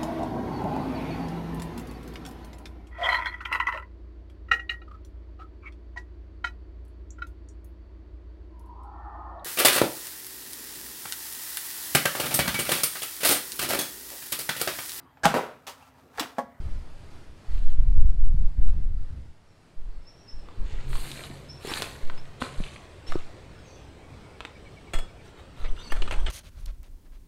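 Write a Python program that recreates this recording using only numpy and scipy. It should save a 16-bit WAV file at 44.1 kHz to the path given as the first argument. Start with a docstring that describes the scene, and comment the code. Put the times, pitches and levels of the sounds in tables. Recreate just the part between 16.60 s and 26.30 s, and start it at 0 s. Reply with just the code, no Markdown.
"""Barbed wire is tugged, scraped and rattled round a trunk until it squeaks and rings: filtered friction noise,
decaying wire modes and short gliding tones; one long, faint, steady whistling tone is made like the squeaks.
Gusts first buffet the microphone as low-frequency noise; filtered noise also makes the breeze. Boots swish through
long grass (dense tiny fractures) and stomp, dry stalks snap and dull knocks land (short noise bursts).
Small birds call in gliding sines, and a far engine drones for a moment as a wavering sine."""
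import sys
import numpy as np
from scipy import signal
from scipy.fft import rfft, irfft, next_fast_len
from scipy.io import wavfile
from scipy.ndimage import uniform_filter1d, map_coordinates

SR = 44100
rng = np.random.default_rng(int(sys.argv[2]) if len(sys.argv) > 2 else 0)


def store_wav(level_fs):
    """Save 16-bit WAV to argv[1]."""
    pcm = np.round(np.clip(np.atleast_2d(level_fs), -1, 1) * 32767)
    wavfile.write(sys.argv[1], SR, pcm.T.astype(np.int16))


N = 427769

TOP_HZ = 15750  # band limit of the microphone, and highest pitch of a grass fracture
# Spectrum of snaps, stomps and of wire rubbing on bark.
# Each row: frequency in Hz, relative spectral level in dB.
SNAP_SPECTRUM = [(100, -6.5), (500, 7), (1200, 7.5), (2200, 2.5), (3700, 3), (5300, -9), (8500, -9),
                 (12000, -21), (15500, -24)]


def amp(db):
    """Decibel law: 20 dB is a factor of ten in amplitude."""
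    return 10 ** (np.asarray(db) / 20)


def unit(x):
    """Power normalisation: scale to rms 1."""
    return x / np.sqrt(np.mean(x ** 2) + 1e-20)


def along(points, hz):
    """Log-frequency interpolation: read (Hz, value) points at the frequencies hz."""
    f, v = np.transpose(points)
    return np.interp(np.log(hz + 1), np.log(f + 1), v)


def curves(rows):
    """Linear interpolation in time: one value per sample for each column after the time."""
    s, *columns = np.transpose(rows)
    return [np.interp(np.arange(N) / SR, s, column) for column in columns]


def during(rows, fade):
    """Linear gating: 1 while a curve lasts, fading to 0 outside it over fade seconds."""
    start, end = rows[0][0], rows[-1][0]
    return np.interp(np.arange(N) / SR, [start - fade, start, end, end + fade], [0, 1, 1, 0])


def wobble(rate):
    """Slow random modulation: a smooth curve through rate random knots a second."""
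    knots = rng.standard_normal(int(N * rate / SR) + 4)
    return map_coordinates(knots, [np.arange(N) * rate / SR])


def stroke(s, rise, length, t60):
    """Envelope of one movement: a smooth rise, a hold until length, then an exponential decay."""
    t = np.arange(N) / SR - s
    onset = np.sin(np.pi / 2 * np.clip(t / rise, 0, 1)) ** 2
    return onset * np.exp(-np.log(1000) * np.clip((t - length) / t60, 0, 10))


def add(track, s, sound):
    """Superposition: mix a sound into the track at time s."""
    part = track[max(round(s * SR), 0):][:len(sound)]
    part += sound[:len(part)]


def noise(spectrum):
    """Spectral shaping: Gaussian noise of rms 1 with this spectrum."""
    m = next_fast_len(N + SR)
    white = rfft(rng.standard_normal(m))
    return unit(irfft(white * amp(along(spectrum, np.fft.rfftfreq(m, 1 / SR))), m)[:N])


def coloured(x, spectrum):
    """Minimum-phase filtering: a folded cepstrum gives a causal filter with this spectrum."""
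    size = 8192
    cepstrum = irfft(np.log(amp(along(spectrum, np.fft.rfftfreq(size, 1 / SR)))))
    cepstrum[1:size // 2] *= 2
    cepstrum[size // 2 + 1:] = 0
    return signal.fftconvolve(x, irfft(np.exp(rfft(cepstrum))))[:len(x)]


def patchy(x, depth_db):
    """Time-varying spectrum: drifting patches of stronger and weaker sound, shallower in the bass, rms 1."""
    hz, _, z = signal.stft(x, SR, nperseg=1024)
    across_hz = uniform_filter1d(rng.standard_normal(z.shape), size=3, axis=0)
    field = unit(uniform_filter1d(across_hz, size=9, axis=1))
    depth = depth_db * (hz / (hz + 120))[:, None]
    return unit(signal.istft(z * amp(depth * np.clip(field, -2, 2)), nperseg=1024)[1][:N])


def crackle(spectrum, rate, spread_db, hiss):
    """Random fracture: many tiny damped ticks of varied size and pitch over a smooth rubbing hiss, rms 1."""
    t = np.arange(SR // 400) / SR
    when, pitch, size = rng.random((int(rate * N / SR), 3)).T[:, :, None]
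    strength = amp(spread_db * np.minimum(-np.log(1 - size), 3))
    ticks = strength * np.sin(2 * np.pi * TOP_HZ * pitch * t) * np.exp(-t / .0007)
    at = (when * N).astype(int) + np.arange(len(t))
    grains = unit(np.bincount(at.ravel(), ticks.ravel(), N)[:N])
    return unit(coloured(grains + hiss * rng.standard_normal(N), spectrum))


def bounced(x, gain):
    """Early reflection: ground and trunk return a few copies within milliseconds."""
    out = x.copy()
    for delay in rng.uniform(.0008, .007, size=4):
        add(out, delay, gain * rng.choice([-1, 1]) * x)
    return out


def burst(spectrum, body_db, top_db, t60, attack, crack):
    """Impulsive friction: an optional first crack and a dying train of micro-slips, tilted in body and top."""
    t = np.arange(SR // 4) / SR
    slips = amp(3.5 * unit(uniform_filter1d(rng.standard_normal(len(t)), size=50)))
    force = rng.standard_normal(len(t)) * slips * amp(-60 * t / t60) * (1 - np.exp(-t / attack))
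    force[0] += crack
    tilt = [(1200, body_db), (2400, 0.02), (4200, 0.0047), (8000, top_db), (14000, 2 * top_db - 2.5)]
    x = bounced(coloured(force, [(hz, db + along(tilt, hz)) for hz, db in spectrum]), gain=0.26)
    # bring the loudest short-time rms to 1/e
    return x / np.sqrt(np.max(uniform_filter1d(x * x, size=256))) / np.e


def grove(x):
    """Multiple scattering: trunks and foliage return a decaying tail, 10 ms late."""
    # Echo decay. Each row: frequency in Hz, t60 in seconds.
    decay = [(200, 1), (2000, 0.23), (6000, 0.35), (12000, 0.16)]
    hz, t, z = signal.stft(rng.standard_normal(SR // 2), SR, nperseg=256)
    tail = signal.istft(z * amp(-60 * t / along(decay, hz)[:, None]), SR, nperseg=256)[1]
    return signal.fftconvolve(x, np.pad(tail, (SR // 100, 0)) / np.linalg.norm(tail))[:N]


def narrow(hz, width):
    """Randomly driven resonance: a narrow band kept ringing by friction, rms 1; hz holds one pitch per sample."""
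    size = len(hz)
    knots = rng.standard_normal((2, int(size * width / SR) + 4))
    a, b = [map_coordinates(k, [np.arange(size) * width / SR]) for k in knots]
    phase = 2 * np.pi * np.cumsum(hz) / SR
    return unit(a * np.cos(phase) + b * np.sin(phase))


def wind():
    """Turbulent pressure: each gust swings the diaphragm slowly and breaks into faster turbulence."""
    # Gusts that catch the microphone.
    # Each row: start in seconds, length before the decay in seconds, slow swing in dB, turbulence in dB.
    gusts = [(-.03, 0.18, -25.5, -38), (0.217, 0.47, -40.5, -48.5), (0.879, 0.35, -16, -44.5),
             (1.16, 0.35, -9, -31), (1.552, 0.31, -11.5, -36.5), (1.964, 0.14, -12, -35),
             (2.12, 0.27, -18.5, -35.5), (2.48, 0.2, -42.5, -42.5), (3.157, 0.22, -30, -59),
             (3.728, 0.036, -25, -52), (3.966, 0.083, -19.5, -35.5), (4.122, 0.25, -22, -60),
             (8.989, 0.13, -23, -49), (9.302, 0.46, -19, -43)]
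    # Single pushes of air. Each row: start in seconds, relative level in dB, period in seconds.
    puffs = [(1.185, -6, 0.037), (1.378, -7, 0.025), (1.447, -9, 0.019), (1.743, -16, 0.0092),
             (5.429, -13, .16), (5.981, -17.5, 0.055), (6.489, -14, 0.13), (8.348, -12, 0.066)]
    # Spectra of the two motions. Each row: frequency in Hz, relative spectral level in dB.
    swing_spectrum = [(3, -2), (8, 1), (16, -7), (30, -11), (50, -23.5), (100, -38.5), (300, -61),
                      (1000, -120)]
    turbulence_spectrum = [(15, -18.5), (35, -14), (65, 0.5), (100, -11), (150, -18.5), (330, -32.5),
                           (600, -50.5), (2000, -82)]
    rise_s, t60_s, calm_db = 0.031, 0.44, -60.5  # calm: the slow swing between gusts
    swing, turbulence = amp(calm_db), 0
    for s, length, swing_db, turbulence_db in gusts:
        gust = stroke(s, rise_s, length, t60_s)
        swing = np.maximum(swing, amp(swing_db) * gust)
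        turbulence = np.maximum(turbulence, amp(turbulence_db) * gust)
    out = swing * noise(swing_spectrum)
    t = np.arange(SR // 2) / SR
    for s, db, period in puffs:
        # the diaphragm is pushed one way and swings back
        push = np.sin(2 * np.pi * t / period) * np.exp(-(t / period) ** 2)
        add(out, s, amp(db - 1.0) * push * (1 - np.exp(-t / 0.0022)))
    eddies = unit(amp(3.5 * wobble(24)))
    return out + turbulence * eddies * noise(turbulence_spectrum)


def breeze():
    """Broadband flow noise: the hush of open grass gives way to the fuller air under the trees."""
    # Breeze in the open grass, then air under the trees. Each row: time in seconds, relative level in dB.
    paddock_levels = [(0, -51), (1.05, -52), (1.2, -55), (3.1, -58), (3.9, -61)]
    tree_levels = [(2.6, -86), (3.2, -65.5), (4.2, -50.5), (7.0, -51.5), (9.7, -51.5)]
    # Spectra of the two airs. 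Each row: frequency in Hz, relative spectral level in dB.
    open_spectrum = [(20, -8.5), (100, 11), (250, 1), (630, -3.5), (1200, -8), (2500, -13.5), (3700, -17),
                     (4600, -16), (6000, -22.5), (8500, -24), (11000, -30), (15500, -43.5)]
    tree_spectrum = [(20, -5.5), (75, 3), (130, -2), (220, -9), (420, -8.5), (800, -16), (1500, -21),
                     (2500, -23.5), (4400, -28.5), (5300, -32.5), (7000, -37.5), (8100, -33.5),
                     (10400, -45.5), (15500, -52.5)]
    open_air = patchy(noise(open_spectrum), depth_db=1.7)
    tree_air = patchy(noise(tree_spectrum), depth_db=2.6)
    open_gain = amp(curves(paddock_levels)[0] + wobble(6.9)) * during(paddock_levels, 0.32)
    tree_gain = amp(curves(tree_levels)[0] + 4.0 + 0.64 * wobble(4.6))
    return open_gain * open_air + tree_gain * tree_air


def grass():
    """Granular friction: stalks brush along boots and wire, then settle; each sweep adds a crisp top."""
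    # Sweeps of legs and wire through grass.
    # Each row: start in seconds, rise in seconds, length before the decay in seconds, body level in dB,
    # crisp top level in dB, upper edge of that top in Hz.
    swishes = [(0.863, 0.056, 0.26, -59.5, -71.5, 15100), (4.038, 0.034, .3, -54, -75, 8450),
               (4.236, 0.14, 0.21, -45, -46.5, 16000), (4.462, 0.045, 0.18, -46, -54, 14100),
               (4.97, 0.19, .21, -36, -43, 16100), (5.797, 0.018, 0.024, -40.5, -49.5, 11700),
               (5.943, 0.095, 0.13, -47.5, -56.5, 10600), (6.454, 0.043, 0.033, -44.5, -60, 12200)]
    # Spectra of body and crisp top. Each row: frequency in Hz, relative spectral level in dB.
    body_spectrum = [(100, -1), (350, 2), (700, -2), (1300, -1), (2200, 0.5), (3000, -2), (4300, -2),
                     (5300, -16.5), (7000, -9), (9500, -22.5), (12000, -53)]
    crisp_spectrum = [(2400, -26), (4200, 11.5), (5500, -10), (8500, 5.5), (12000, -1), (15500, -9)]
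    # the sweep dies sooner; bent stalks keep springing back
    sweep_t60_s, settle_db, settle_t60_s = 0.81, -7, 1.52
    stalks = patchy(crackle(body_spectrum, rate=2800, spread_db=4.2, hiss=.7), depth_db=2.3)
    blades = patchy(crackle(crisp_spectrum, rate=4500, spread_db=3, hiss=.95), depth_db=2.8)
    body, crisp = 0, 0
    for s, rise, length, db, crisp_db, edge_hz in swishes:
        settling = amp(settle_db) * stroke(s, rise, length, settle_t60_s)
        sweep = np.maximum(stroke(s, rise, length, sweep_t60_s), settling)
        body = np.maximum(body, amp(db) * sweep)
        edge = signal.butter(6, min(edge_hz, .45 * SR), fs=SR, output="sos")
        crisp = crisp + amp(crisp_db) * sweep ** 1.2 * signal.sosfilt(edge, blades)
    clumps = unit(amp(wobble(35)))
    return clumps * (body * stalks + crisp)


def sliding():
    """Sliding friction: each pull rubs wire on bark; tightening, it sings in two modes, the upper creeping sharp."""
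    # Pulls of the wire over post and bark.
    # Each row: start in seconds, length before the decay in seconds, level in dB.
    pulls = [(2.042, 0.04, -56), (8.616, 0.07, -55), (8.756, 0.037, -50.5), (8.945, 0.093, -53),
             (9.134, 0.65, -53.5)]
    rise_s, t60_s = 0.047, 0.16
    sing_from_s, sing_rise_s, sing_db = 8.91, .75, -65
    low_hz, high_hz, stretch_hz = 6045, 7920, 310
    pull = sum(amp(db) * stroke(s, rise_s, length, t60_s) for s, length, db in pulls)
    rub = pull * patchy(crackle(SNAP_SPECTRUM, rate=1600, spread_db=4.2, hiss=.65), depth_db=4.5)
    tension = np.clip((np.arange(N) / SR - sing_from_s) / sing_rise_s, 0, 1)
    low = amp(-6 + 4 * wobble(16)) * tension * narrow(np.full(N, low_hz), width=60)
    high = amp(3.7 * wobble(15)) * tension * narrow(high_hz + stretch_hz * tension, width=120)
    return rub + amp(sing_db) * (low + high)


def snaps():
    """Impulse and resonance: stalks break, barbs flick off bark and a boot stomps, each with a short ring."""
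    # Stalks and barbs snapping; the pair at 5.82 s is a boot stomp. Each row: start in seconds,
    # relative level in dB, body tilt in dB, top tilt in dB, pitch of the ring in Hz.
    impacts = [(2.075, -52, -3, -11, 1660), (3.887, -34.5, 4, -5, 885), (4.331, -28, -1, -17, 1610),
               (4.355, -25.5, -3.5, -2, 940), (4.516, -27.5, -10, 6.5, 3800), (4.638, -32, -14, -7, 3380),
               (5.073, -27, -4, 11, 3000), (5.116, -24, 14, -8, 1500), (5.138, -21, -10, -0.5, 4160),
               (5.222, -13.5, 4.5, 7, 4400), (5.242, -32, 4, -10, 1490), (5.499, -25, 1.5, -14, 1270),
               (5.579, -37, -8, -17, 1883), (5.656, -41.5, -7, -8, 1700), (5.818, -19, 9, -9, 870),
               (5.822, -17, 2.5, -12, 1400), (6.038, -31, -9, -10, 2820), (6.162, -36, -5, -9, 2200),
               (6.522, -19.5, 8, 1, 1700), (7.806, -22.5, 7, -1, 2800), (7.851, -23, 2.5, -2, 2570)]
    ring_db, ring_q = 6, 2.47
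    out = np.zeros(N)
    for s, db, body_db, top_db, hz in impacts:
        snap = burst(SNAP_SPECTRUM, body_db, top_db, t60=.016, attack=.0005, crack=14)
        ring = signal.lfilter(*signal.iirpeak(hz, ring_q, SR), snap)
        add(out, s, amp(db - 4.0) * (snap + amp(ring_db) * ring))
    return out


def whistle(hz, length, glide, bend):
    """Frequency modulation: one bird note, a quavering sine gliding by a share of its pitch."""
    u = np.linspace(0, 1, int(length * SR))
    quaver = .012 * unit(uniform_filter1d(rng.standard_normal(len(u)), size=60))
    pitch = hz * (1 + quaver + glide * (u + bend * u ** 5))
    return np.sin(np.pi * u) * np.sin(2 * np.pi * np.cumsum(pitch) / SR)


def birds():
    """Gliding tones and scattering: a near bird flicks its notes upward; farther ones pipe short falling notes."""
    # Rising chirps of a small bird.
    # Each row: start in seconds, start pitch in Hz, relative level in dB, relative echo level in dB.
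    chirps = [(3.462, 5230, -50.5, 2), (3.675, 5110, -45.5, 2.5), (4.886, 5210, -42, 1),
              (5.077, 5200, -41.5, -10), (5.569, 5080, -50.5, -8), (6.463, 5300, -45, -2)]
    # Short notes of farther birds. Each row: start in seconds, start pitch in Hz, relative level in dB.
    far_notes = [(2.865, 5660, -70), (3.3, 4570, -68), (3.405, 5470, -65), (3.575, 5770, -57.5),
                 (6.94, 5450, -63), (7.03, 6550, -60), (7.06, 6000, -57.5), (7.069, 4650, -60),
                 (7.11, 6270, -60)]
    # a far bird's even run of piping notes, swelling and fading
    trill_from_s, trill_to_s, trill_gap_s = 7.418, 8.62, .106
    trill_peak_s, trill_db, trill_fade_db_per_s = 8.1, -49.5, 15
    near, scattered, far = np.zeros((3, N))
    for s, hz, db, echo_db in chirps:
        note = whistle(hz, length=.04, glide=.045, bend=2.2)
        add(near, s, amp(db + 0.5) * note)
        add(scattered, s, amp(db - 7.0 + echo_db) * note)
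    for s, hz, db in far_notes:
        add(far, s, amp(db) * whistle(hz, length=0.0393, glide=-0.058, bend=0.32))
    echo = grove(far + scattered)
    out = .5 * far + near + echo + .5 * grove(echo)
    for s in np.arange(trill_from_s, trill_to_s, trill_gap_s):
        db = trill_db - trill_fade_db_per_s * abs(s - trill_peak_s)
        add(out, s, amp(db) * whistle(2360 + rng.normal(0, 12), length=.036, glide=-.075, bend=.1))
    return out


def engine():
    """A single harmonic component: only the firing note of a far engine carries this far."""
    # Drone of the engine. Each row: time in seconds, pitch in Hz, relative level in dB.
    drone = [(3.8, 120.7, -80), (4.3, 129.3, -49.5), (4.7, 140, -49.5), (5.2, 142, -53),
             (5.9, 136.7, -54.5), (6.6, 134.5, -73)]
    hz, db = curves(drone)
    gain = amp(db + 3.5 + 4.4 * wobble(9.3)) * during(drone, 0.18)
    return gain * np.sin(2 * np.pi * np.cumsum(hz * (1 + 0.0051 * wobble(16))) / SR)


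def thuds():
    """Damped oscillation: soft blows on earth, a few low cycles under a dull crush."""
    # Boots and dull knocks on the ground.
    # Each row: start in seconds, relative level in dB, pitch in Hz, t60 in seconds.
    blows = [(4.703, -31, 226, 0.027), (5.049, -28, 410, 0.041), (5.076, -29.5, 380, 0.051),
             (5.116, -26, 320, 0.041), (5.82, -24.5, 248, 0.078), (6.003, -20.5, 181, 0.032),
             (6.556, -16, 354, 0.03)]
    crush_spectrum = [(40, 21), (400, 5), (1000, -5), (2500, -31), (8000, -58)]  # Hz, relative dB
    out, t = np.zeros(N), np.arange(SR // 4) / SR
    for s, db, hz, t60 in blows:
        earth = np.sin(2 * np.pi * hz * t) * amp(-60 * t / t60) * (1 - np.exp(-t / 0.00011))
        crush = burst(crush_spectrum, 0, 0, t60, attack=0.0012, crack=29)
        add(out, s, amp(db) * (earth + 0.68 * crush))
    return out


def squeaks():
    """Frequency and amplitude modulation: unsteady tones, most of them short wire squeaks, with faint high modes."""
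    # Short wire squeaks; the row at 5.96 s is a long, faint, steady whistling tone. Each row: start in seconds,
    # length in seconds, start pitch in Hz, end pitch in Hz, level in dB, pitch roughness as a share.
    tones = [(5.96, 0.31, 1141, 1127, -57.5, .003), (9.077, 0.024, 2500, 3650, -50, .02),
             (9.165, .045, 2760, 2990, -51, 0.015), (9.182, .05, 3500, 3720, -48, .009),
             (9.231, 0.028, 4680, 4520, -48, 0.017), (9.259, .033, 4460, 4340, -46, 0.016),
             (9.296, 0.031, 2700, 2940, -42, .015), (9.306, .018, 4620, 4670, -46, .012),
             (9.591, .027, 3080, 3450, -50, .012)]
    # High modes that sound with every tone. Each row: frequency in Hz, level relative to the tone in dB.
    high_modes = [(6045, -14), (11000, -28)]
    mode_width_hz = 57
    out = np.zeros(N)
    for s, length, start_hz, end_hz, db, rough in tones:
        u = np.linspace(0, 1, int(length * SR))
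        pitch_jitter, level_jitter = unit(uniform_filter1d(rng.standard_normal((2, len(u))), size=40))
        pitch = (start_hz + (end_hz - start_hz) * u) * (1 + rough * pitch_jitter)
        tone = amp(db) * (1 + 0.34 * level_jitter) * np.sin(2 * np.pi * np.cumsum(pitch) / SR)
        mode = sum(amp(db + mode_db) * narrow(np.full(len(u), hz), mode_width_hz) for hz, mode_db in high_modes)
        add(out, s, np.sqrt(np.abs(np.sin(np.pi * u))) * (tone + mode))
    return out


def woody(x):
    """Resonance: the trunk's modes add to whatever scrapes it and shift from spot to spot."""
    # Wood under the wire. Each row: centre frequency in Hz before the shift, width in Hz before the shift,
    # gain in dB.
    trunk = [(597, 87, 4.5), (894, 70, -6), (1330, 90, 5.5)]
    shift = np.exp(rng.normal(0, .05, len(trunk)))
    out = x
    for (hz, width, db), k in zip(trunk, shift):
        out = out + amp(db) * signal.lfilter(*signal.iirpeak(hz * k, hz / width, SR), x)
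    return out


def jerks():
    """Modal excitation: each tug or rebound rakes barbs over the trunk and rings the wire at new strengths."""
    # Jerks and rebounds of the wire. Each row: start in seconds, relative level in dB, body tilt in dB,
    # relative top tilt in dB, scrape t60 in seconds, relative ring level in dB, pitch of the contact in Hz.
    tugs = [(8.334, -20, 1.5, 8, 0.068, -10, 2150), (8.357, -37, 1, -2, .03, -4.5, 3400),
            (8.385, -28, -2.5, 6, 0.045, -15, 8400), (9.041, -31.5, -4.5, -7, 0.099, -31, 2060),
            (9.320, -19, -0.5, 7, 0.02, -27, 1400), (9.361, -32, -4, 0, 0.066, -22, 1500),
            (9.420, -21.5, -4, -4, 0.017, -22, 2870), (9.476, -27.5, 0, -14, 0.021, -15, 1400),
            (9.509, -20.5, -4, 0.5, 0.027, -24, 1430), (9.522, -23.5, -2.5, 3.5, 0.034, -23, 2750),
            (9.538, -27, -2, 0, 0.023, -30, 2880), (9.662, -24.5, -6, -15, 0.03, -10, 3230),
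            (9.677, -27.5, 1, -15, 0.055, -15, 2210)]
    # Modes of the strained wire. Each row: frequency in Hz, mean relative level in dB, t60 in seconds.
    wire_modes = [(1335, -2, .18), (1780, 0, .17), (2160, -4, .12), (2875, -9, .2), (3365, -2, .32),
                  (5200, -13, .45), (6060, -20, .2), (6988, -5, .08), (7946, -10, .16), (8296, -8, .18)]
    # Spectrum of the scrape. Each row: frequency in Hz, relative spectral level in dB.
    scrape_spectrum = [(100, 6.5), (600, 6), (1000, 5.5), (1400, 1), (2000, 4.5), (3000, 0.5), (4400, -6),
                       (5500, -19), (6500, -16), (8500, -18.5), (12000, -29.5), (15500, -39)]
    contact_db, contact_q = 3, 7.7  # each contact rings briefly at its own pitch
    out, t = np.zeros(N), np.arange(SR // 2) / SR
    hz, level_db, life = np.transpose(wire_modes)[:, :, None]
    for s, db, body_db, top_db, t60, ring_db, contact_hz in tugs:
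        # the loose wire keeps chattering, which scatters the phase of its modes
        chatter = np.cumsum(rng.normal(0, .032, (len(hz), len(t))), axis=1)
        strength = amp(level_db + rng.normal(0, 1.8, hz.shape) - 60 * t / life)
        modes = strength * np.sin(2 * np.pi * hz * t + chatter)
        add(out, s, amp(db + ring_db - 8.0) * modes.sum(axis=0) * (1 - np.exp(-t / 0.00076)))
        scrape = burst(scrape_spectrum, body_db, top_db + 2.5, t60, attack=t60 / 20, crack=0)
        contact = signal.lfilter(*signal.iirpeak(contact_hz, contact_q, SR), scrape)
        add(out, s, amp(db - 2.5) * (woody(scrape) + amp(contact_db) * contact))
    return out


def scene():
    """Superposition: work close by with a faint echo, birds deeper among the trees, wind over everything."""
    work = snaps() + jerks() + sliding() + squeaks()
    echo = amp(-10.0) * grove(work)
    return (work + echo + thuds() + birds() + grass() + engine() + breeze() + wind())[None]


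def record(dry):
    """Soft saturation and band limiting: strong gusts overload the microphone; nothing above TOP_HZ passes."""
    saturated = dry / (1 + np.abs(dry / .9) ** 6) ** (1 / 6)
    held = saturated * signal.windows.tukey(N, .001)  # very short fades at both ends
    m = next_fast_len(N + SR // 2)
    return irfft(rfft(held, m) * (np.fft.rfftfreq(m, 1 / SR) < TOP_HZ), m)[..., :N]


dry = scene()
out = record(dry)
store_wav(out)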